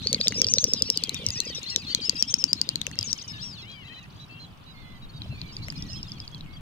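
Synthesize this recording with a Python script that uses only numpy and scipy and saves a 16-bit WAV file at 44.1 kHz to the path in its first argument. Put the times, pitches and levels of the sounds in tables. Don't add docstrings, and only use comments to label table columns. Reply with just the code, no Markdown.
import sys
import numpy as np
from scipy import signal
from scipy.io import wavfile
from scipy.ndimage import uniform_filter1d, minimum_filter1d

SR = 44100
rng = np.random.default_rng(int(sys.argv[2]) if len(sys.argv) > 2 else 0)


def pcm_store(signal):
    levels = np.round(np.clip(np.atleast_2d(signal), -1, 1) * 32767)
    wavfile.write(sys.argv[1], SR, levels.astype(np.int16).T)


def volts_from_decibels(level):
    exponent = np.asarray(level, float) / 20
    return 10 ** exponent


N = 291489

# (t/s, rumble level/dB, far chorus level/dB)
ACTIVITY = [(0, -39, -38), (.47, -40.5, -42.5), (.9, -45, -39.5), (1.3, -43, -40), (1.6, -50.5, -40),
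            (2.65, -49, -44), (2.9, -42, -45.5), (3.15, -48.5, -41), (3.4, -43, -44.5), (3.9, -50.5, -55.5),
            (4.1, -44, -51.5), (4.599, -50.5, -59), (5.1, -44.5, -58), (5.3, -36.5, -51.5),
            (5.6, -39.5, -49), (5.85, -36, -44), (6.2, -44, -48.5), (6.61, -43.5, -58)]
# (f/Hz, level/dB)
RUMBLE = [(35, -47), (60, -8), (120, 1.8), (270, -13), (450, -33.5), (700, -60)]
BREEZE = [(12, 10), (28, 15), (60, -4), (120, -41.5)]
HISS = [(210, 3), (350, -1.5), (613, -3.5), (1140, -1), (1940, -10), (2980, -6.5), (5750, -27.5),
        (16000, -27)]
CHORUS = [(1500, -28), (2500, -5), (4000, 0.5), (5500, -8), (8000, -18), (13000, -26)]
HISS_DB = -53

# (t/s, peak level/dB)
BEATS = [(0.014, -29.5), (0.068, -30), (0.095, -28), (0.144, -30), (0.168, -29.5), (0.194, -28),
         (0.271, -28), (0.321, -28), (0.369, -30), (0.395, -27), (0.535, -39), (0.575, -30), (0.671, -28),
         (0.735, -29), (0.761, -30), (0.821, -34), (0.847, -33), (0.899, -36), (0.972, -34), (1.036, -36),
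         (1.081, -35), (1.143, -34), (1.188, -33.5), (1.231, -33), (1.262, -30), (1.398, -38), (1.462, -32),
         (1.496, -36), (1.76, -40), (1.846, -33), (1.947, -41), (2.008, -33), (2.146, -31.5), (2.268, -33),
         (2.338, -44), (2.374, -33), (2.465, -33), (2.531, -40), (2.555, -33), (2.612, -41), (2.64, -38),
         (2.687, -40), (2.712, -37), (2.753, -36), (2.812, -32), (2.911, -37), (3.072, -40)]
THUD_HZ, THUD_DB = 105, -32

# (t/s, length/s, from f/Hz, to f/Hz, level/dB)
LEFT = [(1.145, 0.034, 3700, 3410, -38.5), (1.548, 0.042, 3780, 3590, -38), (1.491, 0.03, 4750, 4100, -37),
        (0.74, 0.052, 4100, 3620, -45), (0.871, 0.036, 2900, 2720, -46), (0.913, 0.023, 5250, 4750, -44),
        (0.954, 0.016, 4950, 4350, -32), (0.965, 0.042, 2900, 2820, -44.5),
        (1.048, 0.047, 3200, 3070, -44.5), (1.407, 0.019, 3950, 4060, -32.5),
        (1.441, 0.009, 5050, 4300, -38), (1.458, 0.012, 4900, 4150, -39), (1.472, 0.015, 5200, 4450, -31),
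        (1.499, 0.03, 1860, 1876, -49), (1.655, 0.02, 2000, 1890, -50), (1.696, 0.015, 5600, 4340, -31.5),
        (1.709, 0.046, 2850, 2460, -46), (1.712, 0.048, 1960, 1850, -52), (.23, .035, 2450, 2350, -49),
        (.316, .04, 2850, 2700, -46), (.12, .07, 2300, 1950, -49), (.605, .02, 4950, 4850, -44),
        (1.405, .06, 2700, 2650, -49), (2.97, .04, 2700, 2700, -52), (3.15, .05, 3200, 2750, -54),
        (1.923, 0.025, 2080, 1920, -50), (1.972, 0.018, 3750, 3970, -41), (1.63, 0.02, 4150, 4040, -37.5),
        (1.658, 0.08, 4050, 4260, -38), (1.89, 0.028, 3950, 4100, -38), (1.889, 0.049, 3050, 2930, -42.5),
        (2.8, 0.04, 3950, 4000, -51), (3.715, 0.06, 4650, 4700, -57), (0.305, 0.013, 4500, 4150, -30.5),
        (0.404, 0.011, 5300, 4850, -32), (0.025, 0.038, 3650, 4050, -38), (0.18, 0.021, 3080, 3320, -45),
        (3.873, .117, 3170, 3044, -51.5), (4.292, 0.11, 2655, 2770, -51)]
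AHEAD = [(.372, 0.055, 2220, 2250, -40), (0.409, 0.046, 3350, 3000, -37.5), (3.675, 0.063, 3800, 3930, -47),
         (3.845, 0.059, 3820, 3830, -49.5), (5.016, 0.043, 3790, 3700, -50.5),
         (5.088, 0.026, 4380, 4100, -49.5), (5.158, .034, 4700, 4260, -50.5),
         (5.617, 0.031, 4000, 3960, -44.5), (5.768, 0.02, 5000, 4700, -41), (5.2, .06, 3250, 2900, -50),
         (5.31, 0.1, 4020, 4660, -55), (3.8, 0.049, 3300, 3000, -55), (6.02, 0.035, 2900, 2570, -55),
         (6.09, 0.02, 3100, 3150, -48), (6.53, 0.015, 3150, 3400, -50), (6.56, 0.022, 3280, 3130, -43),
         (6.19, 0.013, 5300, 4650, -45), (6.076, 0.026, 5000, 4770, -46), (6.208, 0.02, 4850, 4550, -47),
         (6.53, 0.035, 4500, 4430, -52)]
RIGHT = [(1.478, 0.081, 3240, 2700, -46), (1.951, 0.3, 3310, 3160, -57), (2.142, 0.22, 3250, 3170, -51),
         (2.538, 0.038, 4600, 4150, -53), (2.6, 0.048, 4500, 4300, -48), (.48, .05, 2700, 2800, -51),
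         (5.73, .14, 2450, 2400, -58), (2.92, .04, 4330, 4180, -48), (2.98, 0.07, 3850, 3650, -54),
         (2.7, 0.047, 2700, 2800, -52), (3.445, 0.055, 3400, 2950, -54.5), (3.325, 0.053, 4400, 4700, -53),
         (3.24, 0.025, 4900, 4750, -47), (3.99, 0.06, 2950, 2400, -54.5), (3.915, 0.035, 4050, 3950, -54),
         (4.005, 0.025, 3950, 3550, -55), (3.5, 0.035, 3850, 3600, -55), (4.3, 0.04, 4400, 4000, -58),
         (4.035, 0.028, 1820, 1820, -54), (3.615, 0.018, 5200, 4900, -48), (3.575, 0.071, 4400, 3700, -46),
         (3.311, .11, 1750, 1710, -50.5), (3.199, 0.1, 3300, 2900, -55), (3.941, 0.062, 3890, 3860, -47.5),
         (4.194, 0.059, 3790, 3850, -48), (4.394, 0.063, 4130, 3900, -46.5),
         (6.21, 0.062, 3360, 3100, -52.5)]
FAR_RIGHT = [(4.661, 0.073, 3900, 3770, -52), (4.739, .25, 2140, 2000, -58), (4.75, 0.24, 4230, 3960, -62),
             (4.765, 0.075, 3450, 3550, -61), (4.82, 0.12, 3370, 3480, -62),
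             (4.845, 0.065, 2940, 2920, -63), (4.94, 0.053, 3150, 2910, -63),
             (4.67, 0.045, 2850, 2790, -61), (4.299, 0.19, 3130, 3340, -62), (5.13, 0.065, 3750, 3680, -52),
             (5.3, 0.07, 2730, 2350, -52.5), (5.37, 0.15, 2375, 2310, -53), (5.62, .04, 4320, 4280, -47),
             (5.93, .065, 2700, 3450, -52), (5.75, .025, 4250, 3950, -47), (5.88, .03, 4350, 4000, -47),
             (5.78, .03, 3450, 3200, -52), (5.81, .04, 3250, 3700, -55), (6.16, .03, 4230, 4330, -55),
             (5.475, 0.055, 3000, 2700, -58), (5.53, 0.06, 2960, 3550, -60), (5.457, .054, 3980, 3850, -55),
             (5.574, 0.074, 2280, 2160, -58), (5.799, .15, 1980, 1860, -62.5),
             (5.896, 0.093, 5000, 5110, -43.5), (6.318, 0.065, 3300, 3060, -51.5),
             (6.45, .12, 2180, 2190, -60)]
NOTE_LAGS = (28, 8.5, -13, -27)
NOTE_ARCH, LONG_NOTE_S = 0.0459, .095
PAN_DB_PER_LAG = 0.2872

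# (right microphone lag/samples, snap left over right/dB, bill brightness/dB,
# gulp level/dB, flourish level/dB)
MALES = [
    (3.003, 5.5, -32, -14, -1.5),
    (11.75, 13, 2, -20, -1.5),
    (26.67, 17.5, -1.5, -26, -3.5),
]
# (t/s, throat ring f/Hz, level/dB)
FIRST_BOUT = [
    (0.0712, 4560, -12),
    (0.1456, 4430, -12),
    (0.2124, 4070, -13),
    (0.2717, 3700, -14.5),
    (0.3229, 2080, -25.5),
    (0.4446, 4770, -13.5),
    (0.4679, 5100, -16.5),
    (0.4861, 4870, -17),
    (0.5837, 4230, -10),
]
SECOND_BOUT = [(0.1294, 4310, -14), (0.282, 4940, -9.5), (0.417, 5360, -7), (0.538, 5790, -8),
               (0.642, 5750, -7), (0.7355, 5520, -10), (0.8221, 5270, -9.5), (0.9014, 5150, -9.5),
               (0.974, 4840, -13.5), (1.0374, 4530, -14.5), (1.094, 4070, -18), (1.1446, 2480, -28.5),
               (1.1907, 1610, -56), (1.2332, 2000, -54), (1.265, 5680, -13.5), (1.287, 5070, -21.5),
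               (1.3044, 4940, -21), (1.403, 4230, -15.5)]
THIRD_BOUT = [(1.6315, 4230, -36), (1.7614, 3920, -13.5), (1.9482, 4300, -12), (2.0953, 4810, -10),
              (2.2251, 5170, -9), (2.341, 5460, -8.5), (2.4402, 5330, -8), (2.5311, 5080, -9.5),
              (2.6147, 4830, -12), (2.6901, 4530, -15), (2.7572, 4260, -17.5), (2.8153, 3730, -20),
              (2.8673, 2680, -23.5), (2.914, 1900, -39.5), (2.9561, 2110, -45.5), (2.989, 5150, -15.5),
              (3.011, 4930, -25), (3.0287, 4790, -22.5), (3.1298, 5300, -16)]
FOURTH_BOUT = [(5.219, 3980, -29), (5.4155, 4250, -27), (5.5672, 4680, -26.5), (5.7021, 4930, -25.5),
               (5.8238, 5220, -27), (5.932, 5500, -30.5), (6.0299, 5240, -26.5), (6.119, 5040, -28.5),
               (6.202, 4900, -29), (6.278, 4600, -31), (6.3467, 4200, -33), (6.4087, 3900, -34),
               (6.4623, 2700, -45)]
STRAY_SNAPS = [
    (5.684, 2080, -29.5),
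    (5.7238, 1845, -37),
]
SINGERS = [
    (0, -3, 0, .76, 1.055),
    (1, 4, 0, 1.612, .955),
    (2, 5, 2, 3.33, 1),
    (0, 5, 2, None, 1),
    (1, -9, 0, None, 1),
]
CRACK_DB = [-5, -2.5, -6.5, -28, -14.5]
# (slope/dB per kHz), zero at 4.5 kHz
CRACK_DB_PER_KHZ = [-1.5, -4.5, -3]
GAPE_UNDER_HZ, GAPE_DB_PER_SNAP = 3000, -3.0
LEAD_S = .0006

FILL, STOP_S, LONGEST_WAIT_S = .47, .011, 0.15
LEAD_DB = [-31, -20.5, -21.5, -22.5, -20]
TURN = (0.33, 0.58)
SLIDE, HOOK, SAG = (1.0, 1.0, 1.055), (1.04, .9, 1.085), (0.975, 0.99, 1.005)
HOOK_HZ, SAG_PER_SNAP, SAG_DB_PER_SNAP = 4600, 0.062, -3.2
SWELL_DB = 4
TOP = [(1.07, 0.91, 1.11), (1.16, 0.97, 1.11), (1.05, 0.93, 1.14)]
DROP = [(1.14, 1.02, 1), (1.0, 0.97, 0.95), (1.17, 1.04, 1)]

# (t/s, peak level/dB)
GULPS = [(0.166, -33.5), (0.31, -33.5), (0.361, -36), (0.384, -28.5), (0.403, -36), (0.421, -30.5),
         (0.549, -35.5), (0.654, -31.5), (0.685, -29.5), (0.745, -34.5), (0.831, -35.5), (0.91, -36.5),
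         (1.202, -39), (1.221, -35.5), (1.24, -36.5), (1.47, -34), (1.504, -36), (1.585, -37), (1.777, -35),
         (1.992, -35.5), (2.134, -37.5), (2.879, -37), (3.078, -40), (5.261, -42), (5.328, -42),
         (5.686, -40.5), (5.9, -47), (2.691, -41)]
LATE_S, LATE_TUNE = 5, 1.8

# (t/s from it, length/s, from f/Hz, to f/Hz, level/dB)
CHIRPS = [
    (-.089, .07, 7010, 4510, -33.5),
    (-.03, 0.022, 5560, 5870, -30),
    (.047, 0.017, 6640, 4280, -35.5),
    (0.063, 0.012, 5390, 4350, -39.5),
    (.081, 0.019, 4740, 6480, -36.5),
    (.148, 0.013, 5970, 5450, -33.5),
    (0.159, .034, 5220, 5160, -35),
]
# (t/s from its start, f/Hz)
SWOOPS = [
    [(0, 3835), (.05, 3590), (.096, 5370), (.108, 5530), (.158, 5470), (.198, 4870), (.253, 3516),
     (.292, 3214)],
    [(.294, 2804), (.307, 2670), (.358, 3210), (.4, 3260), (.499, 2836), (.514, 2565), (.545, 2770),
     (.557, 2460)],
]
SWOOP_DB, PIP_DB = (-49.5, -47.5), (-44, -47.5, -55)
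PIP_S, PIP_GAP_S, PIP_LENGTH_S, PIP_HZ = .565, 0.063, 0.044, (2424, 2680)
DB_PER_KHZ = 5
UNDER, UNDER_DB = .755, -4.5
UNDER_REST_S = .11, .225

# (t/s, ring f/Hz, peak level/dB)
BACK_SNAPS = [(1.046, 5020, -29), (1.147, 5550, -25.5), (1.414, 7600, -41), (1.435, 7440, -43),
              (1.5482, 5850, -26.5), (1.593, 7940, -43), (1.6294, 6800, -33.5), (1.701, 7180, -35),
              (5.234, 3860, -43), (5.643, 6000, -46), (5.7618, 5600, -44), (5.9883, 5900, -46),
              (6.0936, 6000, -52), (6.2502, 6000, -47)]


def evened(x):
    return x / np.sqrt(np.mean(x ** 2) + 1e-20)


def read(points, hz):
    f, value = np.transpose(points)
    return np.interp(np.log(hz + 1), np.log(f + 1), value)


def add(mix, s, sound, lag, pan_db):
    for channel, start, db in zip(mix, (s * SR, s * SR + lag), (pan_db / 2, -pan_db / 2)):
        part = channel[max(round(start), 0):][:len(sound)]
        part += volts_from_decibels(db) * sound[:len(part)]


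def noise(spectrum, same, patchy_db, size):
    frames, hz = 4 * N // size + 5, np.fft.rfftfreq(size, 1 / SR)
    a, b, c, d, patches = rng.standard_normal((frames, len(hz), 5)).T
    patches = uniform_filter1d(patches, size=8, axis=0)
    patches = evened(uniform_filter1d(patches, size=6, axis=1))
    same = np.clip(same, 0, 1)
    left = a + 1j * b
    right = same * left + np.sqrt(1 - same ** 2) * (c + 1j * d)
    z = np.array([left, right]) * volts_from_decibels(read(spectrum, hz)[:, None] + patchy_db * patches)
    return evened(signal.istft(z, nperseg=size, noverlap=size - size // 4)[1][:, :N])


def whistle(db, points, flutter_db=0.9, wobble=0.0073, edge_s=0.0024, breath_db=-15):
    s, hz = np.transpose(points)
    t = np.arange(s[0], s[-1], 1 / SR)
    chance = rng.standard_normal((5, len(t)))
    sway = evened(uniform_filter1d(chance[3:], size=900, axis=1))
    drift = evened(uniform_filter1d(chance[:2], size=150, axis=1))
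    breath = evened(np.convolve(chance[2], np.hanning(24) ** 2, "same"))
    hz = uniform_filter1d(np.interp(t, s, hz), size=380, mode="nearest")
    hz = hz * (1 + wobble * drift[0] + 0.00595 * sway[0])
    edges = np.clip(np.minimum(t - s[0], s[-1] - t) / edge_s, 0, 1)
    tone = (1 + volts_from_decibels(breath_db) * breath) * np.sin(2 * np.pi * np.cumsum(hz) / SR)
    return np.sqrt(2) * volts_from_decibels(db + flutter_db * drift[1] + 1.44 * sway[1]) * edges * tone


def ring(hz, db, t60, rise_s, delay_s=0.0):
    t = np.maximum(np.arange(900) / SR - delay_s, 0)
    mode = volts_from_decibels(db - 60 * t / t60) * (1 - np.exp(-t / rise_s)) * np.sin(2 * np.pi * hz * t)
    return signal.lfilter(*signal.butter(2, 0.3 * hz, "highpass", fs=SR), mode)


def thumps(per_s=70, spread_db=2.5):
    hits = (rng.random(N) < per_s / SR) * volts_from_decibels(spread_db * np.minimum(rng.exponential(1, N), 4))
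    kind, u = rng.integers(0, 3, N), np.linspace(-3, 3, 600)
    push = np.zeros(N)
    for k, w in enumerate((1.1, 1.7, 2.6)):
        shape = ((w * u) ** 2 - 1) * np.exp(-(w * u) ** 2 / 2)
        push += signal.oaconvolve(hits * (kind == k), shape)[:N]
    return evened(np.array([push, 1.04 * np.roll(push, 14)]))


def ground_rumble(t):
    s, rumble_db, chorus_db = np.transpose(ACTIVITY)
    rumble = volts_from_decibels(np.interp(t, s, rumble_db) - 1.0) * noise(RUMBLE, 0.83, 3.2, size=1024)
    rumble += volts_from_decibels(0.68 * np.interp(t, s, chorus_db) - 22.0) * thumps()
    return rumble * volts_from_decibels([[.9], [-.9]])


def marsh_air(t):
    breeze_db = -64.5 + 15 * np.clip((t - 4.4) / 0.48, 0, 1)
    breeze = volts_from_decibels(breeze_db) * noise(BREEZE, 0.19, 2.7, size=4096)
    return breeze + volts_from_decibels(HISS_DB) * noise(HISS, 0.014, 0.61, size=1024)


def chorus(count=300):
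    mix = np.zeros((2, N))
    for u in rng.random((count, 7)):
        hz, length, lag = 1900 * 2.6 ** u[1], 0.015 + .06 * u[2] ** 2, 60 * u[5] - 30
        middle_hz, end_hz = hz * (.92 + 0.1564 * u[6]), hz * (.8 + 0.252 * u[3])
        points = [(0, hz), (length / 2, middle_hz), (length, end_hz)]
        glide = whistle(read(CHORUS, hz) + 4 * u[4] - 15, points)
        add(mix, u[0] * N / SR, glide, lag, PAN_DB_PER_LAG * lag)
        snap = ring(1.37 * hz, 6 * u[4] - 3, 0.0065, .0001)
        snap += ring(5000 + 6500 * u[3], 6 * u[4] - 15, 0.003, .00005)
        add(mix, u[6] * N / SR, snap, lag, PAN_DB_PER_LAG * lag)
    return evened(evened(mix) + 0.9 * noise(CHORUS, 0.12, 6.2, size=256))


def beats():
    mix, t = np.zeros((2, N)), np.linspace(-1, 1, 700)
    for (s, db), tune in zip(BEATS, rng.random(len(BEATS))):
        beat = np.hanning(len(t)) * np.cos(2 * np.pi * (1.68 + 0.5 * tune) * t)
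        add(mix, s - 0.003, volts_from_decibels(db - 3.5) * beat, 10, 2.5)
    t = np.arange(-.025, .025, 1 / SR)
    thud = volts_from_decibels(THUD_DB) * np.hanning(len(t)) * np.cos(2 * np.pi * THUD_HZ * t)
    for snaps in FIRST_BOUT, SECOND_BOUT, THIRD_BOUT:
        add(mix, snaps[-3][0] + t[0], thud, 10, 2.5)
    return mix


def other_notes():
    mix = np.zeros((2, N))
    for notes, lag in zip((LEFT, AHEAD, RIGHT, FAR_RIGHT), NOTE_LAGS):
        for s, length, from_hz, to_hz, db in notes:
            arch = 1 + NOTE_ARCH * (length < LONG_NOTE_S)
            points = [(0, from_hz), (length / 2, arch * (from_hz + to_hz) / 2), (length, to_hz)]
            add(mix, s, whistle(db - 0.5, points, edge_s=0.0082), lag, PAN_DB_PER_LAG * lag)
    return mix


def gulp(db, tune):
    t = np.linspace(-1, 1, 560)
    turns = 3.017 * (0.9 + 0.24 * tune) * (t - 0.14 * t ** 2)
    return volts_from_decibels(db) * np.hanning(len(t)) * np.cos(2 * np.pi * turns)


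def bill_crack(db):
    crack = ring(6050, db + 4, 0.0022, .0001, LEAD_S) + ring(2700, db - 13, 0.0059, .00006, LEAD_S)
    return crack + ring(6200, db - 11, .002, .0001, .00015)


def bill_edge(db):
    edge = ring(9560, db - 7.5, 0.0016, .00004, LEAD_S)
    edge -= ring(8150, db - 6.5, 0.0017, .00004, LEAD_S)
    return edge - ring(12300, db - 18.0, 0.0044, .00004, LEAD_S)


def lead_in(s, wait, ring_hz, db, past, male):
    if past == 0:
        shape = TOP[male]
    elif past == 1:
        shape = DROP[male]
    elif past > 1:
        shape = SAG
    else:
        shape = HOOK if ring_hz > HOOK_HZ else SLIDE
    hz = ring_hz * (1 - SAG_PER_SNAP * max(past - 1, 0)) * np.array([*shape, shape[-1]])
    times = s - STOP_S - FILL * wait * (1 - np.array([0, *TURN, 1]))
    sound = whistle(db + SAG_DB_PER_SNAP * max(past, 0), np.transpose([times, hz]))
    swell_db = np.interp(np.linspace(0, 1, len(sound)), TURN, (-SWELL_DB * (past < 1), 0))
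    return times[0], sound * volts_from_decibels(swell_db)


def near_males():
    mix = np.zeros((2, N))
    bouts = FIRST_BOUT, SECOND_BOUT, THIRD_BOUT, FOURTH_BOUT, STRAY_SNAPS
    for snaps, singer, crack_db, lead_db in zip(bouts, SINGERS, CRACK_DB, LEAD_DB):
        male, top, first, warble_s, stretch = singer
        lag, snap_pan_db, bright_db, gulp_db, song_db = MALES[male]
        pan_db = PAN_DB_PER_LAG * lag
        waits = np.minimum(np.diff([s for s, _, _ in snaps], prepend=-1), LONGEST_WAIT_S)
        for k, (s, hz, ring_db) in enumerate(snaps):
            start = s - LEAD_S - .0001
            snap_db = ring_db + crack_db + CRACK_DB_PER_KHZ[male] * (hz / 1000 - 4.5)
            add(mix, s - .0144, gulp(snap_db + gulp_db, rng.random()), lag, pan_db)
            add(mix, start, bill_crack(snap_db), lag, snap_pan_db)
            add(mix, start, bill_edge(snap_db + bright_db), lag, 1.73 * snap_pan_db)
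            throat = ring(hz, ring_db + 8.5, 0.0082, .00012, LEAD_S)
            if warble_s:
                full_gape = k == len(snaps) - 1 or hz < GAPE_UNDER_HZ
                gape_db = 0 if full_gape else GAPE_DB_PER_SNAP * (k - top + 4)
                throat += ring(6150, ring_db + gape_db + 14, 0.0036, .0006, LEAD_S)
            puff = ring(222, ring_db - 8.5, 0.013, 0.002, 0.003)
            add(mix, start, throat + puff, lag, pan_db)
            if first <= k < top + 6 and s - STOP_S > FILL * waits[k]:
                add(mix, *lead_in(s, waits[k], hz, ring_db + lead_db, k - top, male), lag, pan_db)
        if warble_s:
            for s, sound in flourish(snaps[-1][0], warble_s, stretch, song_db):
                add(mix, s, sound, lag, pan_db)
    return mix


def gulps():
    mix = np.zeros((2, N))
    for (s, db), (tune, side) in zip(GULPS, rng.random((len(GULPS), 2))):
        add(mix, s - 280 / SR, gulp(db - 1.5, tune if s < LATE_S else LATE_TUNE), 8, 2.5 * side)
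    return mix


def flourish(last_s, warble_s, stretch, db):
    sounds = []
    for s, length, from_hz, to_hz, level in CHIRPS:
        sounds.append((last_s + s, whistle(level + db, [(0, from_hz), (length, to_hz)])))
    pip_starts = [PIP_S + k * PIP_GAP_S for k in range(3)]
    pips = [[(s, PIP_HZ[0]), (s + PIP_LENGTH_S, PIP_HZ[1])] for s in pip_starts]
    for level, points in zip(SWOOP_DB + PIP_DB, SWOOPS + pips):
        points = np.array(points) * [stretch, 1]
        upper = whistle(level + db, points)
        under = whistle(level + db + UNDER_DB, points * [1, UNDER])
        t = points[0][0] + np.arange(len(under)) / SR
        rest = np.clip(np.maximum(UNDER_REST_S[0] - t, t - UNDER_REST_S[1]) / 0.0054, 0, 1)
        effort = volts_from_decibels(DB_PER_KHZ * (np.interp(t, *points.T) / 1000 - 3))
        sounds.append((warble_s + points[0][0], effort * (upper + rest * under)))
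    return sounds


def back_snaps():
    mix = np.zeros((2, N))
    for (s, hz, db), rasp in zip(BACK_SNAPS, rng.standard_normal((len(BACK_SNAPS), 900))):
        rasp = np.diff(uniform_filter1d(rasp, size=3), prepend=0)
        rasp = rasp * abs(ring(300, db - 2.5, 0.03, 0.001)) * (hz / 7000) ** 4
        add(mix, s, ring(hz, db + 9.0, 0.012, 0.0012) + rasp, 18, 6.0)
    return mix


def mire(x, t60=0.09):
    taps = (rng.random((2, 12000)) < .05) * rng.standard_normal((2, 12000))
    taps *= volts_from_decibels(-60 * np.arange(12000) / SR / t60) * (np.arange(12000) > 150)
    dull = signal.sosfilt(signal.butter(1, [2500, 9000], "bandpass", fs=SR, output="sos"), x)
    return signal.oaconvolve(dull, taps / np.linalg.norm(taps[0]), axes=1)[:, :N]


def scene():
    t = np.arange(N) / SR
    s, _, chorus_db = np.transpose(ACTIVITY)
    ground = ground_rumble(t) + marsh_air(t)
    far = volts_from_decibels(np.interp(t, s, chorus_db) - 4.8) * chorus()
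    chests = beats()
    near = other_notes() + near_males()
    tail = volts_from_decibels(-20) * mire(near + 3.0 * far)
    return ground + far + chests + near + gulps() + back_snaps() + tail


def starved(x, loud_db=-36.0, share=0.95, edge_hz=7400):
    hz, _, z = signal.stft(x, SR, nperseg=256, noverlap=192)
    power = abs(z) ** 2
    treble = power[:, hz > edge_hz].sum((0, 1))
    loudest = -minimum_filter1d(-treble, size=35, origin=4)
    after = loudest > volts_from_decibels(loud_db) ** 2
    local = uniform_filter1d(uniform_filter1d(power, size=4, axis=1), size=3, axis=2)
    around = uniform_filter1d(uniform_filter1d(power, size=9, axis=1), size=7, axis=2)
    lost = (local < share * around) & after & (hz[:, None] > edge_hz)
    return signal.istft(z * ~lost, SR, nperseg=256, noverlap=192)[1][:, :N]


def top_cut(x):
    return signal.sosfilt(signal.butter(12, 16200, fs=SR, output="sos"), x)


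def record(dry):
    heard = signal.sosfilt(signal.butter(20, 15600, fs=SR, output="sos"), dry)
    mix = np.clip(starved(heard), -1, 1)
    return top_cut(mix)


dry = scene()
out = record(dry)
pcm_store(out)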